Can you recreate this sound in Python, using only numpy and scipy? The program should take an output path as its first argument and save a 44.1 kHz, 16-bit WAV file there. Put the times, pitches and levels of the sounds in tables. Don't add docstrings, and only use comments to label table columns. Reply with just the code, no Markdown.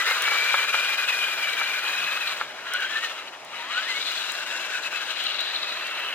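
import sys
import numpy as np
from scipy import signal
from scipy.fft import rfft, irfft, next_fast_len
from scipy.io import wavfile
from scipy.ndimage import uniform_filter1d, map_coordinates

SR = 44100
rng = np.random.default_rng(int(sys.argv[2]) if len(sys.argv) > 2 else 0)


def wav_out(sig):
    wavfile.write(sys.argv[1], SR, np.round(np.clip(np.atleast_2d(sig).T, -1, 1) * 32767).astype(np.int16))


def nominal_scale(level):
    x = np.asarray(level, float) / 20
    return 10 ** x


N = 270774

# (centre [Hz], width [Hz], level [dB])
GEARBOX_MODES = [(2720, 180, -5), (2930, 130, 0), (3150, 200, -3), (3380, 220, -5)]
# (centre [Hz], width [Hz], level [dB])
MOTOR_CAN_MODES = [(3480, 200, -4), (3700, 110, -2), (3880, 110, 0), (4110, 130, -1), (4500, 350, -8)]


def along(points, hz):
    f, v = np.transpose(points)
    return np.interp(np.log(hz + 1), np.log(f + 1), v)


def curves(rows):
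    s, *columns = np.transpose(rows)
    return [np.interp(np.arange(N) / SR, s, column) for column in columns]


def swells(rows):
    t = np.arange(N) / SR
    return sum(height * np.exp(-4 * ((t - s) / length) ** 2) for s, length, height in rows)


def unit(x):
    return x / np.sqrt(np.mean(x ** 2) + 1e-20)


def wobble(rate):
    knots = rng.standard_normal(int(N * rate / SR) + 4)
    return map_coordinates(knots, [np.arange(N) * rate / SR])


def filtered(x, response):
    m = next_fast_len(N + 8192)
    return irfft(rfft(x, m) * response(np.fft.rfftfreq(m, 1 / SR)), m)[..., :N]


def modes(table):
    def response(f):
        total = 0
        for k, (centre, width, db) in enumerate(table):
            damping = 1j * f * width
            total = total + (-1) ** k * nominal_scale(db) * damping / (centre ** 2 - f ** 2 + damping)
        return total
    return response


def pair(a, b, alike):
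    def weights(hz):
        turn = np.arccos(np.clip(along(alike, hz), 0, 1)) / 2
        return np.array([np.cos(turn), np.sin(turn)])
    mid, side = filtered(np.array([a, b]), weights)
    return np.array([mid + side, mid - side])


def grit(response, grain_db, grain_rate):
    # (frequency [Hz], likeness [0-1])
    truck_alike = [(60, .93), (600, .9), (1400, .9), (2500, .84), (4000, .55), (7000, .44), (15000, .35)]
    grains = nominal_scale(grain_db * wobble(grain_rate)) * rng.standard_normal((2, N))
    z = signal.stft(grains, nperseg=1024)[2]
    patches = uniform_filter1d(rng.standard_normal(z.shape[1:]), size=4, axis=0)
    patches = uniform_filter1d(patches, size=5, axis=1)
    a, b = signal.istft(z * nominal_scale(1.84 * unit(patches)), nperseg=1024)[1][:, :N]
    return unit(filtered(pair(a, b, truck_alike), response))


def hush():
    # (frequency [Hz], relative density [dB per Hz])
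    air_colour = [(120, -47), (200, -21), (380, -12.5), (482, -15.5), (635, -4), (735, -8.5), (916, -9),
                  (1000, -7.5), (1120, -12.5), (5940, -22.5), (7010, -26), (16000, -47)]
    # (frequency [Hz], relative density [dB per Hz])
    breeze_colour = [(15, -50), (25, -26), (50, -8), (100, -7), (150, 0), (230, -11), (320, -48),
                     (500, -120)]
    # (frequency [Hz], likeness [0-1])
    far_alike = [(60, .93), (250, .96), (500, .93), (1500, .75), (3000, .6), (5000, .35), (15000, .15)]
    # (time [s], length [s], swell [dB])
    gusts = [(2.03, .15, 9), (2.5, 0.48, 4.5), (3.98, .08, 7)]
    air = filtered(pair(*rng.standard_normal((2, N)), far_alike), lambda f: nominal_scale(along(air_colour, f)))
    breeze = filtered(pair(*rng.standard_normal((2, N)), far_alike), lambda f: nominal_scale(along(breeze_colour, f)))
    air_db = -43.5 + 0.8 * wobble(2.5)
    breeze_db = -72 + swells(gusts) + 1.1 * wobble(10)
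    return nominal_scale(air_db) * unit(air) + nominal_scale(breeze_db) * unit(breeze)


def ticks():
    # (time [s], level [dB], left over right [dB], thinness [0-1])
    ice_grains = [(0.222, -22, -3, .6), (2.737, -26.5, -18, .5), (2.8065, -35, 3, .9),
                  (3.4491, -43, -12, .3), (4.1199, -30.5, -7, 0.7), (4.3203, -28.5, 11, .5),
                  (5.239, -28.5, -6, 0.5), (5.4091, -32, -12, .6), (5.8711, -34, -4, .4)]
    # (frequency [Hz], relative density [dB per Hz])
    ice_colour = [(2500, -60), (4000, -18), (5500, 5), (9900, 0.5), (12000, -8), (15000, -2), (16600, -13),
                  (17500, -60)]
    out, t = np.zeros((2, N + 512)), np.arange(256) / SR
    for s, db, pan_db, thin in ice_grains:
        noise = rng.standard_normal(len(t)) + 1.2 * rng.standard_normal((2, len(t)))
        crack = nominal_scale(-60 * t / 0.0059) * noise
        crack = crack - np.clip(thin, 0, 1) * np.roll(crack, 1, axis=1)
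        sides_db = db + np.array([[pan_db / 2], [-pan_db / 2]])
        out[:, round(s * SR):][:, :len(t)] += nominal_scale(sides_db) * crack
    return filtered(out[:, :N], lambda f: nominal_scale(along(ice_colour, f)))


def drive():
    # (time [s], gear teeth meeting a second [Hz])
    tooth_rate = [(0, 1985), (.04, 2000), (.1, 2110), (.26, 2280), (.45, 2350), (.65, 2375), (.9, 2420),
                  (1.1, 2480), (1.3, 2420), (1.53, 2320), (1.8, 2420), (2.0, 2520), (2.2, 2560),
                  (2.34, 2300), (2.5, 1530), (2.64, 1340), (2.86, 1580), (2.91, 1740), (2.98, 1770),
                  (3.03, 1870), (3.12, 1740), (3.33, 820), (3.52, 930), (3.65, 970), (3.78, 1500),
                  (3.86, 1780), (3.89, 2030), (3.925, 2060), (4.0, 2310), (4.27, 2710), (4.55, 2740),
                  (4.75, 2610), (5.0, 2610), (5.25, 2450), (5.55, 2620), (5.72, 2510), (5.88, 2720),
                  (6.14, 2600)]
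    # (time [s], depth [relative])
    throb_depth = [(0, 0.15), (1.3, 1.9), (2.3, 1.6), (2.9, 1), (3.7, 1.25), (5, 1.54), (6.14, 1)]
    # (time [s], whine level [dB], body rattle level [dB])
    throttle = [(0, -25, -23), (.13, -39.5, -27.5), (.18, -46, -27.5), (.24, -35, -27.5), (.27, -26, -27.5),
                (.6, -28, -28.5), (1.2, -29, -32), (1.7, -31, -32.5), (2.15, -32, -31.5),
                (2.33, -37, -32.5), (2.41, -59, -34), (2.46, -64, -41.5), (2.62, -50, -40.5),
                (2.72, -41, -34.5), (2.95, -31.5, -33.5), (3.07, -35.5, -35), (3.16, -54, -37.5),
                (3.44, -71.5, -50.5), (3.55, -52, -37.5), (3.64, -42, -36.5), (3.7, -40, -36),
                (3.8, -35, -33.5), (3.97, -33, -35.5), (4.08, -44, -36), (4.6, -38, -36),
                (4.85, -39, -35.5), (5.35, -49, -36.5), (5.66, -40, -34.5), (6.14, -40.5, -34)]
    # (time [s], length [s], rattle dip [dB])
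    skips = [(.045, .03, 6.5), (.2, .04, 1.5), (.3, .015, 1.5), (.665, .03, 4), (.722, 0.018, 4),
             (.818, 0.012, 3), (.965, 0.023, 4), (1.065, 0.034, 5), (1.36, .04, 2.5), (1.555, 0.02, 3),
             (1.65, 0.023, 2.5), (1.82, 0.045, 2), (2.19, 0.029, 2.5), (2.36, 0.026, 3), (2.53, 0.022, 5),
             (2.7, 0.012, 3.5), (2.79, 0.049, 1.5), (2.885, 0.033, 4), (3.01, 0.033, 3), (3.085, 0.027, 2),
             (3.16, .04, 2), (3.31, 0.022, 10), (3.675, 0.038, 3), (3.85, 0.04, 2), (4.04, 0.017, 1.5),
             (4.32, .025, 0), (4.45, 0.019, 5.5), (4.685, 0.036, 4), (4.805, 0.045, 5), (4.895, 0.029, 6),
             (5.06, .04, 2.5), (5.15, .035, 3), (5.5, 0.024, 2), (5.6, 0.02, 1.5), (5.79, 0.12, 1),
             (5.9, .03, 1.5), (5.99, .03, -0.5)]
    # (time [s], rattle swell [dB], whine swell [dB])
    bites = [(.015, -3.5, 2), (.115, 0, 12), (.995, -0.5, 4.5), (1.095, 3, 4), (1.6, 2.5, 1),
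             (2.09, -1, 1.5), (2.22, -1.5, 3.5), (2.67, 1.5, 4), (2.75, 1.5, 11.5), (2.835, 2.5, 2),
             (2.96, 0, 5), (3.045, 3.5, 4), (3.28, 3, 0), (3.34, 7, 1), (3.61, 3, 10), (3.725, 4, 6.5),
             (3.78, 1.5, 9), (3.9, 2, 5.5), (3.98, 0.5, 0.5), (4.66, 0, 4), (4.76, 1.5, 6.5),
             (4.865, 3.5, 10.5), (4.96, 2.5, 8), (5.03, 2, 1), (5.11, 1, 1), (5.19, 2.5, 2), (5.29, 1.5, 1),
             (5.4, 1, -4), (5.555, 0.5, -3), (5.67, -1, 4), (5.845, 0.5, 4), (5.94, -1.5, 5),
             (6.03, 0, 7.5)]
    bite_s = 0.029
    teeth_per_turn, first_turn = 120, -0.07
    hz, = curves(tooth_rate)
    throb, = curves(throb_depth)
    turns = np.cumsum(hz) / SR / teeth_per_turn + first_turn
    whine_db, body_db = curves(throttle)
    skip_db = swells(skips)
    whine_db = whine_db - 2.4 * skip_db + swells([(s, bite_s, db) for s, _, db in bites])
    body_db = body_db - skip_db + swells([(s, bite_s, db) for s, db, _ in bites])
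    t = np.arange(SR // 4) / SR - 0.012
    drag = (t > 0) * np.exp(-t / 0.022)
    late_skip = signal.fftconvolve(skip_db, drag / drag.sum())[:N]
    race = 0.013 * np.clip(hz / 2400, 0, 1) ** 2 * late_skip
    race = race - uniform_filter1d(race, size=SR // 6)
    return hz * (1 + race), turns, throb, whine_db, body_db


def knocks():
    # (frequency [Hz], level [dB], 60 dB decay time [s])
    chassis_modes = [(567, -7.5, 0.017), (823, -2.5, 0.013), (1345, 0.5, 0.011), (1715, -5.5, 0.016),
                     (2160, -1, 0.0083), (3300, -14, .004)]
    # (time [s], level [dB])
    lumps = [(0.1111, -7), (0.2779, -9.5), (0.317, -8.5), (.354, -10.5), (0.5406, -2), (0.7425, -5.5),
             (1.28, -17), (1.613, -8), (1.843, -15.5), (2.4113, -6.5), (3.29, -32), (3.33, -34),
             (3.36, -32), (5.108, -31)]
    contacts = [(0, 0), (0.0032, -14), (0.006, -6.5)]  # (delay [s], level [dB])
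    out, t = np.zeros(N + 2048), np.arange(1024) / SR
    for (s, db), chance in zip(lumps, rng.standard_normal((len(lumps), 9))):
        ring = 0
        for (hz, mode_db, t60), c in zip(chassis_modes, chance):
            ring = ring + nominal_scale(mode_db + 0.32 * c - 60 * t / t60) * np.sin(2 * np.pi * hz * t)
        ring = ring * np.clip(t / 0.0011, 0, 1)
        for (late, less_db), c in zip(contacts, chance[6:]):
            start = round((s + late * (1 + 0.086 * c)) * SR)
            out[start:start + len(t)] += nominal_scale(db + less_db) * ring
    return filtered(out[:N], modes([(1360, 800, 0)]))


def rattle(load, body_db):
    # (centre [Hz], width [Hz], level [dB])
    body_modes = [(460, 171, -7), (636, 540, -9), (982, 357, -6.5), (1296, 211, -2), (1805, 545, -4),
                  (2540, 406, -2.5)]
    # (centre [Hz], width [Hz], level [dB])
    cab_modes = [(1480, 90, 0), (1660, 90, -2)]
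    # (frequency [Hz], relative density [dB per Hz])
    crunch_colour = [(2530, -56), (4300, -5), (5010, 2), (5300, -0.5), (7410, -2), (8350, -7.5),
                     (9500, -14), (12400, -24), (20900, -120)]
    # (frequency [Hz], relative density [dB per Hz])
    spray_colour = [(5290, -37), (9000, 2), (12500, 4), (13600, -1), (15850, -1), (16100, -30)]
    # (time [s], cab [dB], gearbox [dB], motor can [dB], tyres [dB], spray [dB])
    facing = [(0, -7, -8, -6, -10, -17.5), (.5, -3.5, -3.5, -3.5, -8.5, -17), (1.2, -2, -2, -4, -7.5, -14),
              (2.3, -6.5, -4.5, -3.5, -10.5, -17), (2.6, -7, -7.5, -7, -13, -25),
              (2.8, 2, -1, -5, -13, -23), (3.05, -11.5, -1, -5, -9, -21), (3.4, -23, -6, -9.5, -16.5, -26),
              (3.75, -10, -2, -4, -12, -27), (4.1, -9, -0.5, 5.5, -4, -16.5), (4.45, 0, -4, -4, -6, -19),
              (4.65, -2, -2.5, -2.5, -6, -20), (4.75, 5.5, -3.5, -2.5, -6, -20),
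              (4.9, -4.5, -4, -4.5, -8.5, -20), (5.1, -1, -1, -0.5, -7, -20.5),
              (5.25, -7.5, 3.5, 3, -9.5, -22), (5.42, -7, 0.5, 6, -10.5, -21.5),
              (5.6, -14, -4.5, 3, -11, -22), (6.14, -10, -2, -8.5, -16, -20)]

    def ringing(part, centre, width):
        return lambda f: modes(part)(f) * modes([(centre, width, 0)])(f)

    cab_db, gearbox_db, can_db, tyres_db, spray_db = body_db + np.array(curves(facing))
    shake_db = 0.76 * load + 0.43 * wobble(28)
    snow_shake_db = 0.88 * shake_db
    body = nominal_scale(body_db + shake_db) * grit(ringing(body_modes, 1400, 2500), 0.77, 250)
    cab = nominal_scale(cab_db + shake_db) * grit(ringing(cab_modes, 1560, 700), 1.3, 200)
    gearbox = nominal_scale(gearbox_db + shake_db) * grit(ringing(GEARBOX_MODES, 2950, 1500), 2.0, 300)
    can = nominal_scale(can_db + shake_db) * grit(ringing(MOTOR_CAN_MODES, 3900, 1500), 2.75, 300)
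    tyres = nominal_scale(tyres_db + snow_shake_db) * grit(lambda f: nominal_scale(along(crunch_colour, f)), 1.04, 400)
    spray = nominal_scale(spray_db + snow_shake_db) * grit(lambda f: nominal_scale(along(spray_colour, f)), 1.8, 400)
    return body + cab + gearbox + can + tyres + spray


def whine(hz, turns, throb, tone_db, load):
    angle = 2 * np.pi * (turns + 0.45)
    sag = np.sin(angle) + np.sin(2 * angle) / 2 + np.sin(3 * angle) / 3
    hz = hz * (1 + 0.0105 * throb * (1 + 0.4 * wobble(12)) * sag + 0.003 * wobble(50))
    phase = 2 * np.pi * np.cumsum(hz) / SR
    lost_contact = np.exp(4 * (np.cos(angle) - 1))
    slack_db = -2.5 * throb * np.clip(1 + 1.8 * wobble(15), 0, 3) * lost_contact
    mesh = unit(nominal_scale(slack_db + 0.34 * load + 1.1 * wobble(40) + 1.1 * wobble(160)))
    octave = nominal_scale(-8.0) * np.abs(modes(GEARBOX_MODES + MOTOR_CAN_MODES)(2 * hz))
    return np.sqrt(2) * mesh * nominal_scale(tone_db) * (np.sin(phase) + octave * np.sin(2 * phase))


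def scene():
    # (time [s], left over right [dB])
    leftward = [(0, 0.2), (3.2, 0.4), (3.7, 1.5), (5.2, 1.9), (6.14, -1.8)]
    # (frequency [Hz], phase [rad])
    left_lead = [(300, 0), (1200, 0.46), (2100, 0.81), (2900, 1.09), (3800, 2), (4700, 4), (6500, 3),
                 (12000, 4.5), (15000, 4.5)]
    # (frequency [Hz], left over right [dB])
    left_louder = [(60, -1), (110, 0.0), (200, -0.5), (380, -0.5), (700, -1.5), (1290, 0.5), (2380, 4.5),
                   (4400, 3.5), (8120, 1.5), (15000, 9)]

    def ears(f):
        return np.array([nominal_scale(s * along(left_louder, f)) * np.exp(1j * s * along(left_lead, f))
                         for s in (0.5, -0.5)])

    hz, turns, throb, whine_db, body_db = drive()
    load = throb * np.cos(2 * np.pi * turns)
    drift = nominal_scale(np.outer([0.5, -0.5], curves(leftward)[0]))
    truck = drift * (whine(hz, turns, throb, whine_db, load) + knocks() + rattle(load, body_db))
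    return filtered(truck + hush(), ears) + ticks()


def roll_off(x):
    return signal.sosfilt(signal.butter(12, 15890, fs=SR, output="sos"), x)


def record(dry):
    return roll_off(dry)


dry = scene()
out = record(dry)
wav_out(out)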